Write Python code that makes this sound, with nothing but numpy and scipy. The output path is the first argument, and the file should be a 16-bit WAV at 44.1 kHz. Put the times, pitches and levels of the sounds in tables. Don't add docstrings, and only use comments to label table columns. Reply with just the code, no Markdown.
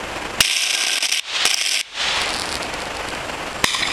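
import sys
import numpy as np
from scipy import signal
from scipy.fft import rfft, irfft
from scipy.io import wavfile
from scipy.ndimage import uniform_filter1d

SR = 44100
rng = np.random.default_rng(int(sys.argv[2]) if len(sys.argv) > 2 else 0)


def rack_gain(trim_db):
    fader = np.asarray(trim_db, float)
    return 10 ** (fader / 20)


def persist_wave(psi):
    counts = np.round(np.clip(psi, -1, 1) * 32767).astype(np.int16)
    wavfile.write(sys.argv[1], SR, np.atleast_2d(counts).T)


N = 172872


def rms_one(x):
    return x / np.sqrt(np.mean(x ** 2) + 1e-20)


def curve(rows):
    time_s, level_db = np.transpose(rows)
    return rack_gain(np.interp(np.arange(N) / SR, time_s, level_db))


def colour(x, spectrum):
    freq_hz, density_db = np.transpose(spectrum)
    size = 2 ** 13
    log_freq = np.log(np.fft.rfftfreq(size, 1 / SR) + 1)
    log_gain = np.interp(log_freq, np.log(freq_hz), density_db) * np.log(10) / 20
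    cepstrum = irfft(log_gain)
    cepstrum[1:size // 2] *= 2
    cepstrum[size // 2 + 1:] = 0
    impulse = irfft(np.exp(rfft(cepstrum)))
    return signal.fftconvolve(x, impulse)[:N]


def butter(x, order, hz, kind="low"):
    return signal.sosfilt(signal.butter(order, hz, kind, fs=SR, output="sos"), x)


def lag_pole(x, tau_s):
    r = np.exp(-1 / (max(tau_s, 1e-4) * SR))
    return signal.lfilter([1 - r], [1, -r], x)


def drift(rate_hz):
    tau_s = 1 / (2 * np.pi * rate_hz)
    return rms_one(lag_pole(lag_pole(rng.standard_normal(N), tau_s), tau_s))


def ring(clicks, hz, t60_s):
    r = rack_gain(-60 / (t60_s * SR))
    w = 2 * np.pi * hz / SR
    return signal.lfilter([0, np.sin(w)], [1, -2 * r * np.cos(w), r * r], clicks + 1e-18)


def resonate(x, peaks):
    out = 0
    for k, (hz, width_hz, db) in enumerate(peaks):
        r = np.exp(-np.pi * width_hz / SR)
        zeros = [(1 - r * r) / 2, 0, (r * r - 1) / 2]
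        poles = [1, -2 * r * np.cos(2 * np.pi * hz / SR), r * r]
        out = out + (-1) ** k * rack_gain(db) * signal.lfilter(zeros, poles, x)
    return out


def grains(per_s, spread_db):
    sizes = rack_gain(spread_db * np.minimum(rng.exponential(1, N), 3.5)) * rng.choice([-1, 1], N)
    return rms_one(sizes * (rng.random(N) < per_s / SR))


def late(x, lag_ms):
    n = np.arange(N)
    return np.interp(n - lag_ms * SR / 1000, n, x)


def swells(rows):
    t, out = np.arange(N) / SR, np.ones(N)
    for start_s, db, length_s in rows:
        attack = np.clip((t - start_s) / length_s * 8, 0, 1)
        decay = np.exp(-(np.clip(t - start_s, 0, 1) / length_s) ** 2)
        out += rack_gain(db) * attack * decay
    return out


def street():
    # freq_hz, density_db (per Hz)
    street_colour = [(40, -7.5), (400, -2), (700, 0.5), (3000, -8), (3700, -15.5), (7700, -20.5),
                     (11800, -30.5), (13000, -41)]
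    # pitch_hz, width_hz, level_db
    engine_band = (2550, 400, -40)
    # multiple of the firing rate, level_db (rms)
    orders = [(2, -45), (3, -46.5), (4, -70), (13, -46), (22, -46)]
    firing_hz, throb_depth = 23.34, 0.2
    tick_first_s, tick_s, tick_db = .0144, .014, -49
    t = np.arange(N) / SR
    turn = 2 * np.pi * firing_hz * t + 0.15 * drift(3.0)

    noise = rack_gain(-28) * rms_one(colour(rng.standard_normal(N), street_colour))
    noise += rack_gain(engine_band[2]) * rms_one(resonate(rng.standard_normal(N), [engine_band]))
    out = rack_gain(1.28 * drift(44)) * (1 + throb_depth * np.cos(turn)) * noise
    for order, db in orders:
        out += rack_gain(db + 1 + 1.5 * drift(2.2)) * np.sin(order * turn + rng.uniform(0, 2 * np.pi))

    since_tick = (t - tick_first_s) % (4 / firing_hz)
    valve = rms_one(resonate(rng.standard_normal(N), [(7000, 250, 0)]))
    tick = rack_gain(tick_db) * np.exp(-(since_tick / tick_s) ** 2) * valve
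    whine = rack_gain(-53) * rms_one(resonate(rng.standard_normal(N), [(7558, 10, 0)]))
    return out + tick + whine


def gas():
    # time_s, level_db
    hiss_level = [(0, -68), (.4, -75), (.45, -10), (1.2, -13), (1.26, -10), (1.29, -8), (1.34, -10.5),
                  (1.45, -10), (1.8, -15), (1.88, -15.5), (1.94, -14), (2.0, -13), (2.08, -17.5),
                  (2.17, -19), (2.23, -22.5), (2.29, -27), (2.5, -33), (2.8, -38.5), (3.92, -70)]
    # freq_hz, density_db (per Hz)
    hot_colour = [(180, -40), (300, -21), (842, -9), (1640, -5), (3400, 1), (8500, -18.5), (16000, -54)]
    # freq_hz, density_db (per Hz)
    cool_colour = [(180, -26), (400, -9), (850, 0), (1500, -5.5), (2300, -0.5), (3500, -9), (8500, -21),
                   (16000, -59)]
    # time_s, share of the duller voice
    cooling = [
        (1.95, 0.074),
        (2.1, 0.26),
        (2.25, 0.73),
    ]
    share = np.clip(np.interp(np.arange(N) / SR, *np.transpose(cooling)), 0, 1)
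    hot = rms_one(colour(rng.standard_normal(N), hot_colour))
    cool = rms_one(colour(rng.standard_normal(N), cool_colour))
    voice = np.sqrt(1 - share) * hot + np.sqrt(share) * cool
    return curve(hiss_level) * rack_gain(1.97 * drift(7)) * voice


def bangs():
    # start_s, level_db, length_s, push_db
    strikes = [
        (0.405, 2.5, 0.0039, 4),
        (1.453, 3.5, 0.005, -9),
        (3.6416, -0.5, 0.006, 3),
    ]
    # freq_hz, density_db (per Hz)
    bang_colour = [(35, -79), (60, -22.5), (2190, -2.5), (4420, -10), (5090, -11), (11500, -23),
                   (16000, -42)]
    push_hz = 225
    t, out = np.arange(N) / SR, np.zeros(N)
    noise = rms_one(colour(rng.standard_normal(N), bang_colour))
    for start_s, db, length_s, push_db in strikes:
        since = np.clip(t - start_s, 0, 1)
        out += rack_gain(db) * noise * (since > 0) * np.exp(-(since / length_s) ** 3)
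        out += rack_gain(push_db) * np.sin(2 * np.pi * push_hz * since) * np.exp(-since * push_hz * 3.5)
    return out


def arc():
    # start_s, end_s, level_db, echo_lag_ms
    flares = [(.408, .437, 2, .353), (.441, .489, 7, .353), (.494, .717, 8.5, .353), (.722, .854, 9, .356),
              (.863, .986, 10, .356), (1.003, 1.024, 5, .356), (1.025, 1.072, 11, .356),
              (1.084, 1.096, 10, .356), (1.104, 1.11, 3, .356), (1.115, 1.197, 10, .356),
              (1.456, 1.482, 4, .365), (1.487, 1.515, 7, .365), (1.524, 1.557, 8, .365),
              (1.563, 1.626, 9.5, .365), (1.629, 1.697, 8, .365), (1.702, 1.811, 10, .365)]
    # start_s, end_s, level_db
    simmer = [
        (.408, .986, 4),
        (.986, 1.197, -4),
        (1.454, 1.811, 3),
    ]
    # start_s, peak_db
    lone_snaps = [(0.4292, -6), (0.4428, -7), (0.451, -6), (0.473, -9), (0.4773, -9), (0.5134, -9),
                  (0.5222, -8), (0.532, -6), (0.553, -5), (0.5691, -8), (0.5816, -6), (0.5936, -6),
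                  (0.6115, -7), (0.6218, -4), (0.6331, -8), (0.6382, -7), (0.6515, -7), (0.6719, -8),
                  (0.7098, -9), (0.7227, -9), (0.73, -8), (0.7418, -7), (0.7505, -7), (0.7601, -9),
                  (0.7917, -8), (0.8115, -6), (0.8195, -8), (0.8289, -4), (0.8368, -9), (0.8706, -5),
                  (0.8827, -8), (0.9059, -7), (0.9308, -4), (0.9357, -9), (0.9591, -7), (0.9805, -6),
                  (1.0291, -4), (1.0493, -7), (1.055, -3), (1.09, -7), (1.1177, -7), (1.1228, -9),
                  (1.1457, -5), (1.1525, -7), (1.1604, -5), (1.172, -7), (1.1787, -9),
                  (1.478, -6), (1.5117, -6), (1.5426, -6), (1.5653, -5), (1.5751, -6), (1.5811, -5),
                    (1.5887, -7), (1.606, -6), (1.6123, -4), (1.6205, -5), (1.6716, -6), (1.6856, -7),
                    (1.7181, -6), (1.7352, -7), (1.7516, -5), (1.7668, -6), (1.7736, -6), (1.811, -7)]
    # freq_hz, density_db (per Hz)
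    spark_colour = [(100, -55), (300, -40), (1900, -5), (2300, -0.5), (3500, 0.5), (5900, 2.5),
                    (11500, -15), (14000, -37)]
    # pitch_hz, width_hz, level_db
    duct = [(298, 436, -9), (755, 200, -3), (1160, 590, -8), (1616, 102, -2)]
    # time_s, level_db
    inside = [(.4, -4), (.62, -2), (.75, 4), (.97, 3), (1.2, -5), (1.55, 1.5), (1.65, -3), (1.8, -1)]
    arc_db, edge_s = 2, .004
    mains_hz, mains_depth = 50.2, .3
    low_hz, high_hz = 4130, 8800

    t, level, lag_ms = np.arange(N) / SR, np.zeros(N), np.zeros(N)
    for start_s, end_s, db, echo_ms in flares:
        level += rack_gain(db + arc_db) * np.clip(np.minimum(t - start_s, end_s - t + edge_s) / edge_s, 0, 1)
        lag_ms[t > start_s - .002] = echo_ms
    for start_s, end_s, db in simmer:
        level = np.maximum(level, rack_gain(db + arc_db) * (t > start_s) * (t <= end_s))

    throb = 1 + mains_depth * np.cos(4 * np.pi * mains_hz * t)
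    sputter = rack_gain(.8 * (.4 * drift(60) + 2.4 * drift(350))) * throb
    sparks = (grains(3500, 3) + .4 * rng.standard_normal(N)) * sputter
    snaps = lone_snaps
    sparks = sparks * swells([(s, db + 3, .0015) for s, db in snaps])
    snap_s, snap_db = np.transpose(snaps)
    sparks[(snap_s * SR).astype(int)] += rack_gain(snap_db + 24) * rng.choice([-1, 1], len(snap_s))

    bright, open_air = colour(sparks, spark_colour), 0
    for hz, kind in [(low_hz, "low"), ((low_hz, high_hz), "band"), (high_hz, "high")]:
        open_air = open_air + rack_gain(1.6 * drift(103.0)) * butter(bright, 3, hz, kind)
    near_echo = .75 * late(uniform_filter1d(open_air, size=3), lag_ms)
    pole_echo = -.12 * late(open_air, .64)
    open_air = rms_one(open_air + near_echo + pole_echo)
    hollow = rms_one(resonate(resonate(sparks, duct), duct))
    return butter(level * (open_air + rack_gain(-15.5) * curve(inside) * hollow), 2, 150, "high")


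def crackle():
    # start_s, peak_db
    cracks = [(2.0941, -16), (2.1809, -14), (2.2031, -14), (2.2123, -16), (2.2173, -7), (2.2218, -16),
              (2.2344, -17), (2.26, -17), (2.2918, -12), (2.2964, -18), (2.3049, -11), (2.3324, -15),
              (2.3398, -10), (2.3463, -13), (2.3589, -17), (2.3642, -12), (2.3717, -17), (2.3879, -14),
              (2.397, -6), (2.4096, -11), (2.4194, -5), (2.4312, -18), (2.4399, -19), (2.457, -14),
              (2.464, -19), (2.4911, -12), (2.5197, -12), (2.5267, -8), (2.5428, -13), (2.5546, -5),
              (2.5678, -19), (2.6258, -17), (2.6306, -10), (2.7398, -14), (2.804, -15), (2.8198, -17),
              (2.8554, -18), (2.9698, -16), (3.0875, -15), (3.1042, -17), (3.1504, -19), (3.5303, -19)]
    # time_s, level_db
    small_level = [(0, -58), (2.0, -56), (2.2, -46), (2.55, -47), (2.7, -56), (3.92, -58)]
    # pitch_hz, level_db, t60_s
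    modes = [(1100, -10, 0.0016), (4600, -3, 0.0025), (5100, -5.5, 0.0021), (7600, -8, 0.0017),
             (9150, -5, 0.0014)]
    crack_s, crack_db = np.transpose(cracks)
    small = curve(small_level) * grains(250, 2.5)
    uneven_db = rng.normal(0, 2, (len(crack_s), 5))
    out = 0
    for k, (hz, mode_db, t60_s) in enumerate(modes):
        clicks = small * rack_gain(rng.normal(0, 4, N))
        clicks[(crack_s * SR).astype(int)] += rack_gain(crack_db + .5 + uneven_db[:, k])
        out = out + rack_gain(mode_db) * ring(clicks, hz, t60_s)
    return butter(out, 6, 10660)


def fizz():
    # time_s, level_db
    fizz_level = [(3.645, -62), (3.65, -10), (3.68, -12), (3.70, -14), (3.76, -18.5), (3.8, -23),
                  (3.85, -24.5), (3.92, -25.5)]
    # pitch_hz, width_hz, level_db
    fizz_peaks = [(1140, 96, -1), (1890, 140, -0.5), (2410, 230, 0.5), (3010, 250, 2.5), (3610, 210, 1.5),
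                  (4070, 110, 1.5), (4920, 280, -3.5), (5280, 240, -7), (5950, 140, -15), (7350, 130, -11),
                  (8800, 270, -26), (11500, 700, -36)]
    # freq_hz, density_db (per Hz)
    bed_colour = [(200, -45), (1000, -17), (1550, -9), (3000, 5), (6000, -1.5), (10000, -4), (13000, -27),
                  (16000, -40)]
    # start_s, level_db, length_s
    pops = [
        (3.716, -21, .008),
        (3.746, -20, .008),
        (3.775, -23, .005),
        (3.825, -18, .012),
        (3.901, -22, .004),
    ]
    source = (rng.standard_normal(N) + .5 * grains(3000, 7.6)) * rack_gain(1.5 * drift(56))
    burning_s = (np.arange(N) / SR - fizz_level[2][0]).clip(0)
    bed_db = -1 - 22.0 * burning_s
    tone = rms_one(resonate(source, fizz_peaks)) + rack_gain(bed_db) * rms_one(colour(source, bed_colour))
    dull = rms_one(butter(tone, 2, 5000))
    return curve(fizz_level) * tone + (swells(pops) - 1) * dull


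def pings():
    # start_s, level_db, pitch_hz, t60_s
    ping_rows = [
        (3.718, -15, 3700, .03),
        (3.747, -11, 1046, 0.058),
        (3.825, -11.5, 2260, .04),
        (3.828, -12.5, 4010, 0.055),
        (3.832, -14.5, 1920, 0.045),
        (3.853, -12, 2180, 0.047),
        (3.874, -20, 4970, .03),
        (3.875, -21.5, 7300, .03),
        (3.885, -18, 1125, 0.038),
        (3.908, -16, 2410, .04),
    ]
    out = 0
    for start_s, db, hz, t60_s in ping_rows:
        click = rack_gain(db) * (np.arange(N) == int(start_s * SR))
        out = out + ring(click, hz, t60_s)
    return out


def yard(x):
    t60_s, cut_hz, low_hz = 0.27, 9000, 1500
    t = np.arange(SR) / SR
    tail = lag_pole(rng.standard_normal(SR), 1 / (2 * np.pi * cut_hz)) * rack_gain(-60 * t / t60_s)
    tail = butter(tail, 2, low_hz, "high")
    return rack_gain(-23) * signal.fftconvolve(x, tail / np.sqrt(np.sum(tail ** 2)))[:N]


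def scene():
    pole = arc() + bangs() + fizz() + pings()
    return (pole + yard(pole) + gas() + crackle() + street())[None]


def top_cut(x):
    return signal.sosfilt(signal.butter(12, 16300, fs=SR, output="sos"), x)


def record(dry):
    hold_db, release_db_per_s = -19.5, 126.5
    sense_s, lag_ms, attack_s = .008, 3, .0025
    clip = .62
    level_db = 10 * np.log10(lag_pole(dry[0] ** 2, sense_s) + 1e-12)
    over_db = np.maximum(level_db - hold_db, 0)
    ramp = release_db_per_s * np.arange(N) / SR
    held_db = np.maximum.accumulate(over_db + ramp) - ramp
    duck_db = lag_pole(late(held_db, lag_ms), attack_s)

    mic = signal.sosfilt(signal.cheby1(8, .5, 15200, fs=SR, output="sos"), dry)
    driven = mic * rack_gain(-duck_db) / clip
    overloaded = clip * driven / (1 + np.abs(driven) ** 12) ** (1 / 12)
    return top_cut(butter(overloaded, 3, 15000))


dry = scene()
out = record(dry)
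persist_wave(out)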